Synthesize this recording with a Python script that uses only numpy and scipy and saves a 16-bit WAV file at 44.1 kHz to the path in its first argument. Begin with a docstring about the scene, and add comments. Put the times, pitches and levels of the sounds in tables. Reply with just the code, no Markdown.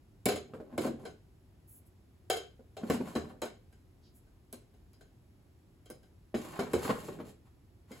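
"""Small metal tins are lifted out of a cardboard box and stacked on a table in a bare room.
A low rumble (coloured noise) runs throughout; soon tins clink (damped modes and noise bursts) as the box
takes dull bumps (panel modes, a slap and a crackle). Then an arm and tin edges drag along the cardboard
(stick-slip pulses), and later tins slip through the fingers (short high hisses). Clinks and bumps recur,
some with two weaker returns. A small stereo recorder hears it all from a few steps away."""
import sys
import numpy as np
from scipy import signal
from scipy.fft import rfft, irfft, next_fast_len
from scipy.io import wavfile
from scipy.ndimage import map_coordinates

SR = 44100
rng = np.random.default_rng(int(sys.argv[2]) if len(sys.argv) > 2 else 0)


def unload_wav(signal):
    """Save mono or channel-first audio to the path in sys.argv[1] as 16-bit WAV at rate SR, clipped to [-1, 1]."""
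    wavfile.write(
        sys.argv[1],
        SR,
        np.round(np.clip(np.atleast_2d(signal).T, -1, 1) * 32767).astype(np.int16),
    )


N = 352800
AGE = np.arange(SR // 2) / SR  # seconds since a contact
CLOCK = np.arange(N) / SR  # seconds since the start


def amp(db):
    """Decibels to gain."""
    return 10 ** (np.asarray(db) / 20)


def unit(x):
    """Scale to rms 1."""
    return x / np.sqrt(np.mean(x ** 2) + 1e-20)


def along(points, hz):
    """Read (Hz, value) points on a log frequency axis."""
    f, v = np.transpose(points)
    return np.interp(np.log(hz + 1), np.log(f + 1), v)


def fade(t, t60):
    """Exponential decay, 60 dB down at t60."""
    return np.exp(-np.log(1000) * t / t60)


def touch(t, length, ease=0.025):
    """Pressure of a stroke: it eases in, holds and eases out."""
    return np.clip(np.minimum(t, length - t) / ease, 0, 1)


def colour(x, spectrum):
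    """Give a signal a spectrum, at rms 1."""
    hz = np.fft.rfftfreq(len(x), 1 / SR)
    return unit(irfft(rfft(x) * amp(along(spectrum, hz)), len(x)))


def noise(spectrum, size):
    """Noise of rms 1 with the given spectrum."""
    return colour(rng.standard_normal(size), spectrum)


def burst(spectrum, t60, rise):
    """The crowd of short-lived modes that one contact sets off, as fading noise."""
    return noise(spectrum, len(AGE)) * fade(AGE, t60) * (1 - np.exp(-AGE / rise))


def favour(modes, centre_hz, boost_db, octaves):
    """The point of contact drives the modes near one frequency hardest."""
    boosted = []
    for hz, db, t60 in modes:
        distance = np.log2(hz / centre_hz) / octaves
        boosted.append((hz, db + boost_db * np.exp(-distance ** 2), t60))
    return boosted


def ring(modes, scatter_db, detune, rise, waver=0.0039):
    """Damped modes; strength and pitch vary with where the blow lands, and pitch wavers as contact shifts."""
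    hz, db, t60 = np.transpose(modes)[:, :, None]
    strength, shift, sign = rng.standard_normal((3, len(modes), 1))
    drift = waver * np.cumsum(rng.standard_normal(len(AGE))) / np.sqrt(SR)
    mode_hz = hz * (1 + detune * shift)
    waves = np.sign(sign) * np.sin(2 * np.pi * mode_hz * (AGE + drift / 2))
    levels = amp(db + scatter_db * strength) * fade(AGE, t60)
    return np.sum(levels * waves, axis=0) * (1 - np.exp(-AGE / rise))


# left-right likeness of a diffuse field: (f/Hz, likeness from 0 to 1)
LIKENESS = [(50, 0.94), (140, 0.88), (250, 0.93), (450, 0.47), (1000, 0.25), (2500, 0.16), (5000, 0.083)]


def diffuse(a, b):
    """Two unrelated signals become a stereo field: near mono in the bass, wide in the treble."""
    likeness = along(LIKENESS, np.fft.rfftfreq(len(a), 1 / SR))
    turn = np.arccos(np.clip(likeness, 0, 1)) / 2
    mid, side = rfft(a) * np.cos(turn), rfft(b) * np.sin(turn)
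    return irfft([mid + side, mid - side], len(a))


# decay of the bare room's tail: (f/Hz, t60/s)
ROOM_DECAY = [(100, .5), (400, 0.36), (1000, 0.29), (3000, 0.34), (7000, 0.28), (15000, 0.16)]


def in_room(x, wet_db, early_t60=0.085, tail_db=-0.5, wall_s=.0085, wall_db=-7, wall_hz=1100):
    """Direct sound, a dull echo off the near wall, dense early echoes and a tail; drawn anew at every call."""
    def field():
        return diffuse(*rng.standard_normal((2, len(AGE))))

    hz, t, z = signal.stft(field(), SR, nperseg=256)
    faded = z * fade(t, along(ROOM_DECAY, hz)[:, None])
    tail = signal.istft(faded, SR, nperseg=256)[1][:, :len(AGE)]
    early = field() * fade(AGE, early_t60)
    build_up = 1 - np.exp(-AGE / 0.00066)
    reverb = unit(early * build_up) + amp(tail_db) * unit(tail * build_up)
    response = amp(wet_db) * reverb / np.sqrt(len(AGE))
    # the echo's delay scatters around wall_s; its one-pole decay dulls it above wall_hz
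    since_echo = AGE - wall_s * np.exp(0.204 * rng.standard_normal())
    echo = (since_echo > 0) * np.exp(-2 * np.pi * wall_hz * np.abs(since_echo))
    response += amp(wall_db) * echo / echo.sum()
    response[:, 0] += 1  # direct sound
    return signal.fftconvolve(x[None], response, axes=1)[:, :len(x)]


def heard(x, wet_db, size=1100):
    """A blow in the room, scaled to rms 1 over its first `size` samples."""
    wet = in_room(x, wet_db)
    return wet / np.sqrt(np.mean(wet[:, :size] ** 2))


def contacts(s, gap, late, losses):
    """A landing and, if its gap exceeds 5 ms, two weaker returns: (t/s, level/dB re the landing)."""
    landings = [(s, 0)]
    if gap > .005:
        landings += [(s + gap, losses[0]), (s + late * gap, losses[1])]
    return landings


def add(track, s, sound):
    """Mix a sound in at time s."""
    part = track[:, max(round(s * SR), 0):][:, :sound.shape[-1]]
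    part += sound[..., :part.shape[1]]


# low room rumble and microphone hiss, relative spectra: (f/Hz, level/dB)
RUMBLE_SPECTRUM = [(15, -23), (25, -22), (38, -3.5), (55, -6), (95, -3.5), (140, -13), (240, -17.5),
                   (380, -18.5), (450, -27.5), (700, -30), (1200, -36.5), (2000, -40), (6000, -46.5),
                   (10000, -80)]
HISS_SPECTRUM = [(2000, -26), (5000, -10), (8000, 1), (12000, 0.5), (14500, -5), (16000, -6.5)]


def room_tone():
    """A steady low rumble under faint microphone hiss, both coloured noise."""
    rumble = unit(diffuse(noise(RUMBLE_SPECTRUM, N), noise(RUMBLE_SPECTRUM, N)))
    hiss = diffuse(noise(HISS_SPECTRUM, N), noise(HISS_SPECTRUM, N))
    return amp(-59.0) * rumble + amp(-81) * hiss


# tin meets tin: (t/s, level/dB, rim tick level/dB re the clink before its trim, wall ring level/dB re the clink,
# strongest wall mode f/Hz, gap until it rocks back t/s; it stays put at 0.005 s or less)
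CLINKS = [(0.2565, -24.5, -5, -14, 2260, 0.0011), (0.2863, -24.5, -12.5, -16, 2770, .0328),
          (0.7783, -33, -10.5, -12, 2350, 0.039), (1.052, -41.5, -18, -10.5, 1470, 0.0061),
          (2.2998, -24, -11, -11.5, 3160, .0305), (2.7672, -42.5, -18.5, -13.5, 3350, 0),
          (2.8995, -30, -12.5, -16, 2200, .02), (3.152, -35.5, -19.5, -11, 4000, 0.0041),
          (3.4179, -33.5, -10, -12.5, 2394, 0.017), (3.7263, -63, -6, -8.5, 1613, 0),
          (4.2683, -71, -15, -7, 1517, 0.005), (4.527, -45, 0, -16, 4090, 0),
          (4.7392, -66, -17, -14, 2388, 0), (4.932, -66.5, -3.5, -6, 5026, 0.00036),
          (5.0089, -56.5, -11, -9, 1567, 0.0025), (5.858, -57, -8, -9, 3210, 0.00019),
          (5.901, -51.5, 2.5, -9, 5030, 0), (6.0303, -64.5, -8, -7.5, 1597, 0.0014),
          (6.3465, -40, -23, -11, 2222, 0), (6.592, -31, -18, -16.5, 2323, 0.0011),
          (6.7331, -34.5, -8.5, -9.5, 2200, 0.0032), (7.9166, -50, -7.5, -7.5, 2150, 0.035)]
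# ringing modes of a tin's wall and lid: (f/Hz, relative level/dB, t60/s)
WALL_MODES = [(1082, -12.5, 0.094), (1338, -4, 0.063), (1470, -6.5, 0.1), (1531, 2, 0.05),
              (1580, -4.5, 0.07), (2108, -2, 0.055), (2266, -3.5, 0.061), (2414, -12.5, 0.053),
              (2690, -7.5, 0.068), (2896, -14.5, 0.093), (3000, -7.5, 0.098), (3140, -5.5, 0.079),
              (3230, -6, 0.076), (3850, -10.5, 0.097), (4030, -6, 0.11), (4150, -5.5, .08),
              (5005, -6, 0.12), (5155, -5.5, 0.053), (6360, -10, 0.16), (6830, -7.5, 0.13),
              (7300, -9, 0.073), (7900, -5, 0.066), (10310, -6, 0.09)]
# hollow modes of a stack of tins: (f/Hz, relative level/dB, t60/s)
HOLLOW_MODES = [(387.8, -1.5, 0.095), (422.5, -7.5, 0.18), (474, 1.5, 0.056), (604.6, 1.5, 0.039),
                (693, -7.5, 0.11), (752, -8.5, 0.11)]
# crack and rim tick, relative spectra: (f/Hz, level/dB)
CRACK_SPECTRUM = [(500, -12), (1100, 2.5), (2500, -5), (4200, -2), (5800, -12.5), (8000, -29), (16000, -58)]
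TICK_SPECTRUM = [(3000, -33), (6000, -8), (7500, -5), (9000, 3), (10500, -2), (13000, -3), (14500, -12),
                 (16000, -10)]
TIN_RETURN = 2.2  # the second return comes this many times as late as the first
TIN_LOSS_DB = (-10, -11)  # first and second return re the landing
HOLLOW_DB, HOLLOW_PER_TICK = -10.5, -0.42  # the more a blow lands on the rim, the less the hollow answers


def tins(left_db=.5):
    """Rim meets rim: a tick and a crack, the thin wall rings, the hollow stack swells in answer."""
    out = np.zeros((2, N))
    for landing, db, tick_db, ring_db, wall_hz, rock_s in CLINKS:
        modes = favour(WALL_MODES, wall_hz, boost_db=9.5, octaves=.06)
        for s, loss_db in contacts(landing, rock_s, TIN_RETURN, TIN_LOSS_DB):
            ringing = ring(modes, scatter_db=1.5, detune=.002, rise=.0012, waver=.0008)
            wall = amp(ring_db) * heard(ringing, wet_db=1)
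            snap = burst(CRACK_SPECTRUM, t60=.025, rise=.0005)
            crack = amp(-15.5) * heard(snap, wet_db=7.5)
            rim = burst(TICK_SPECTRUM, t60=.009, rise=.0004)
            tick = amp(tick_db - 4.5) * heard(rim, wet_db=-2.5)
            hollow = ring(HOLLOW_MODES, scatter_db=1, detune=.005, rise=.004)
            body = amp(HOLLOW_DB + HOLLOW_PER_TICK * tick_db) * heard(hollow, wet_db=-5.5)
            add(out, s, amp(db + loss_db) * (wall + crack + tick + body))
    return out * amp([[left_db], [-left_db]])


# dull bumps on the box and table: (t/s, level/dB, strongest panel mode f/Hz,
# slap level/dB re the bump before its trim, gap until the load settles back t/s; it stays put at 0.005 s or less)
BUMPS = [(0.259, -20.5, 262, -19, 0.033), (0.535, -37.5, 460, -11.5, 0.012),
         (0.6, -37.5, 404, -17.5, 0.0018), (0.725, -38.5, 239, -20, 0.0013), (0.777, -23, 330, -16, 0.002),
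         (0.847, -23, 354.6, -20, 0.00076), (0.872, -25, 240, -24, 0), (2.593, -47.5, 451.7, -23, 0),
         (2.833, -27, 210.5, -20.5, 0.0033), (2.899, -20, 235, -12, .043), (3.001, -27.5, 218, -31, 0),
         (3.073, -37.5, 199, -9, 0.00045), (3.158, -22.5, 252, -12, 0), (3.42, -29.5, 598, -9.5, 0.0089),
         (4.53, -41.5, 248.4, -16, 0), (5.9, -39, 604.5, -17, 0), (6.342, -22, 280.6, -15.5, 0.0023),
         (6.447, -41.5, 369.2, -8, .03), (6.59, -27.5, 223.1, -7, 0.031), (6.734, -19, 400, -14.5, 0.018),
         (6.848, -29, 435.9, -8, 0.004), (6.892, -21, 187, -11, 0), (7.083, -33, 357, -12, 0.0033),
         (7.187, -39, 290.2, -13, 0.0016), (7.2, -34, 184.9, -12, 0.00093),
         (7.907, -39.5, 253, -28, 0.0038)]
# cardboard panel modes: (f/Hz, relative level/dB, t60/s)
PANEL_MODES = [(82.3, -13.5, 0.22), (139.2, -17, 0.36), (203.8, -1.5, 0.054), (238.2, 0, 0.086),
               (303.4, -5.5, 0.11), (343.6, -1, 0.047), (375, -4, 0.079), (450.5, -1, 0.062),
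               (522.5, 0.5, 0.07), (596.4, -1.5, 0.046), (754, -4.5, 0.036)]
# slap or rasp of the surface, and its crackle or grit, relative spectra: (f/Hz, level/dB); box_rubs plays both too
SLAP_SPECTRUM = [(350, -3), (700, -1), (1070, 2.5), (1250, -2.5), (1500, -1), (1900, -9.5), (2800, -17),
                 (5000, -26.5), (16000, -73)]
GRIT_SPECTRUM = [(1500, 5), (3000, 1.5), (4100, 1.5), (5800, -4), (7500, 2.5), (9000, 1.5), (12500, -0.5),
                 (14500, -9), (16000, -8.5)]
LOAD_RETURN = 2.5  # the second return comes this many times as late as the first
LOAD_LOSS_DB = (-9.5, -12)  # first and second return re the landing
CRACKLE_DB = -15  # crackle of the cardboard re its slap


def box_bumps(left_db=0.2):
    """A knuckle or tin lands: the nearest panel booms, the surface slaps and crackles."""
    out = np.zeros((2, N))
    for landing, db, panel_hz, slap_db, settle_s in BUMPS:
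        modes = favour(PANEL_MODES, panel_hz, boost_db=8, octaves=0.26)
        for s, loss_db in contacts(landing, settle_s, LOAD_RETURN, LOAD_LOSS_DB):
            panels = ring(modes, scatter_db=1, detune=.012, rise=.002)
            boom = amp(-8.0) * heard(panels, wet_db=-3.5)
            smack = burst(SLAP_SPECTRUM, t60=.05, rise=.0012)
            slap = heard(smack, wet_db=-3.0)
            crumple = burst(GRIT_SPECTRUM, t60=0.067, rise=0.0014)
            crackle = amp(CRACKLE_DB) * heard(crumple, wet_db=10)
            surface = amp(slap_db - 5) * (slap + crackle)
            add(out, s, amp(db + loss_db) * (boom + surface))
    return out * amp([[left_db], [-left_db]])


def friction(spectrum, rough_db, clumps_hz, slips_hz):
    """Stick and slip: a stream of tiny releases that come in stronger and weaker clumps."""
    knots = np.clip(rng.standard_normal(N // 50), -2, 2)
    grip = amp(rough_db * map_coordinates(knots, [CLOCK * clumps_hz], order=1))
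    slips = rng.standard_normal(N) * (rng.random(N) < slips_hz / SR)
    return colour(slips * grip, spectrum)


# the arm drags along the box, one list for each of three reaches: (t/s, pressure level/dB)
REACHES = [
    [(0.47, -75), (0.544, -64.5), (0.654, -72), (0.746, -60), (0.956, -84), (0.99, -59.5), (1.108, -60),
     (1.15, -91)],
    [(2.78, -60), (2.828, -58.5), (2.944, -51), (2.992, -61), (3.072, -53.5), (3.314, -61.5), (3.4, -87)],
    [(6.36, -80), (6.39, -82), (6.51, -62.5), (6.782, -53.5), (7.016, -53.5), (7.144, -56), (7.276, -64),
     (7.36, -91.5)],
]
# a tin's edge scrapes the cardboard: (t/s, length t/s, rasp level/dB, grit level/dB), before the rubs' trim
SCRAPES = [(0.793, 0.094, -41.5, -47), (3.263, 0.069, -58, -70), (6.34, 0.32, -55.5, -54.5),
           (6.806, .115, -35.5, -47), (7.034, 0.082, -75, -68), (7.242, 0.074, -81, -55.5),
           (7.44, 0.053, -70, -74), (7.875, 0.19, -63, -60)]
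# drone of the rubbed panel, relative spectrum: (f/Hz, level/dB)
DRONE_SPECTRUM = [(60, -12), (150, -1.5), (225, -0.5), (300, -4.5), (440, -3), (650, -8), (1000, -26.5),
                  (3000, -55)]
FIRM_DB = -57  # the pressure level that counts as firm
# levels at a firm pressure before the rubs' trim, and dB gained per dB of pressure; the rasp gains 1
DRONE_DB, DRONE_GROWS = -50.5, 0.4
RASP_DB = -60
GRIT_DB, GRIT_GROWS = -63, 2.83


def box_rubs():
    """Arm and tins drag along the cardboard, which drones under the rasp; pressure makes it louder, grittier."""
    drone = friction(DRONE_SPECTRUM, rough_db=-0.5, clumps_hz=44.4, slips_hz=666)
    rasp = friction(SLAP_SPECTRUM, rough_db=5.5, clumps_hz=55, slips_hz=650)
    grit = friction(GRIT_SPECTRUM, rough_db=2.5, clumps_hz=70, slips_hz=1800)
    out = np.zeros(N)
    for reach in REACHES:
        times, pressure_db = np.transpose(reach)
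        press = np.interp(CLOCK, times, pressure_db) - FIRM_DB
        drag = amp(DRONE_DB + DRONE_GROWS * press) * drone
        drag += amp(RASP_DB + press) * rasp
        drag += amp(GRIT_DB + GRIT_GROWS * press) * grit
        out += touch(CLOCK - times[0], times[-1] - times[0]) * drag
    for s, length, rasp_db, grit_db in SCRAPES:
        scrape = amp(rasp_db) * rasp + amp(grit_db) * grit
        out += touch(CLOCK - s, length) * scrape
    return amp(-5.5) * in_room(out, wet_db=-0.5)


# skin sliding on a tin: (t/s, length t/s, level/dB, centre f/Hz)
SLIDES = [(1.667, 0.13, -63.5, 12500), (1.846, 0.042, -71, 11500), (4.016, 0.086, -75.5, 4830),
          (4.134, 0.061, -68.5, 11300)]


def finger_slides():
    """A tin slips through the fingers with a short high hiss, noise peaking at its centre frequency."""
    out = np.zeros((2, N))
    for s, length, db, hz in SLIDES:
        spectrum = [(hz / 3, -40), (hz * .65, -6), (hz, 0), (hz * 1.14, -4), (hz * 2, -30)]
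        hiss = noise(spectrum, len(AGE))
        add(out, s, amp(db) * in_room(hiss * touch(AGE, length), wet_db=-0.5))
    return out


def scene():
    """Everything that sounds at the table, and the room tone."""
    return room_tone() + tins() + box_bumps() + box_rubs() + finger_slides()


# above the fold the recorder feeds both channels one signal, turned in phase: (f/Hz, left lead/rad)
PHASE_LEAD = [(7200, 0), (8800, -3.0), (9300, -3.3), (11000, -6.2), (11800, -6.4), (13200, -9.3),
              (14200, -9.6), (15100, -12.56)]
FOLD_HZ, TOP_HZ = 6300, 15900  # middle of the crossfade to shared treble, and of the top cutoff


def record(dry, low_cut_hz=35):
    """The recorder thins the deepest bass, shares the treble between its channels and limits the band."""
    size = next_fast_len(N + SR // 2)
    hz = np.fft.rfftfreq(size, 1 / SR)
    both = rfft(dry, size)
    lead = np.interp(hz, *np.transpose(PHASE_LEAD))
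    shared = both[0] * np.exp(.5j * np.array([lead, -lead]))  # half the lead on each side
    share = np.interp(hz, [FOLD_HZ - 500, FOLD_HZ + 500], [0, 1])
    top = np.interp(hz, [TOP_HZ - 150, TOP_HZ + 150], [1, 0])
    low_cut = (1j * hz / (low_cut_hz + 1j * hz)) ** 2
    folded = share * shared + (1 - share) * both
    return irfft(folded * top * low_cut, size)[:, :N]


dry = scene()
out = record(dry)
unload_wav(out)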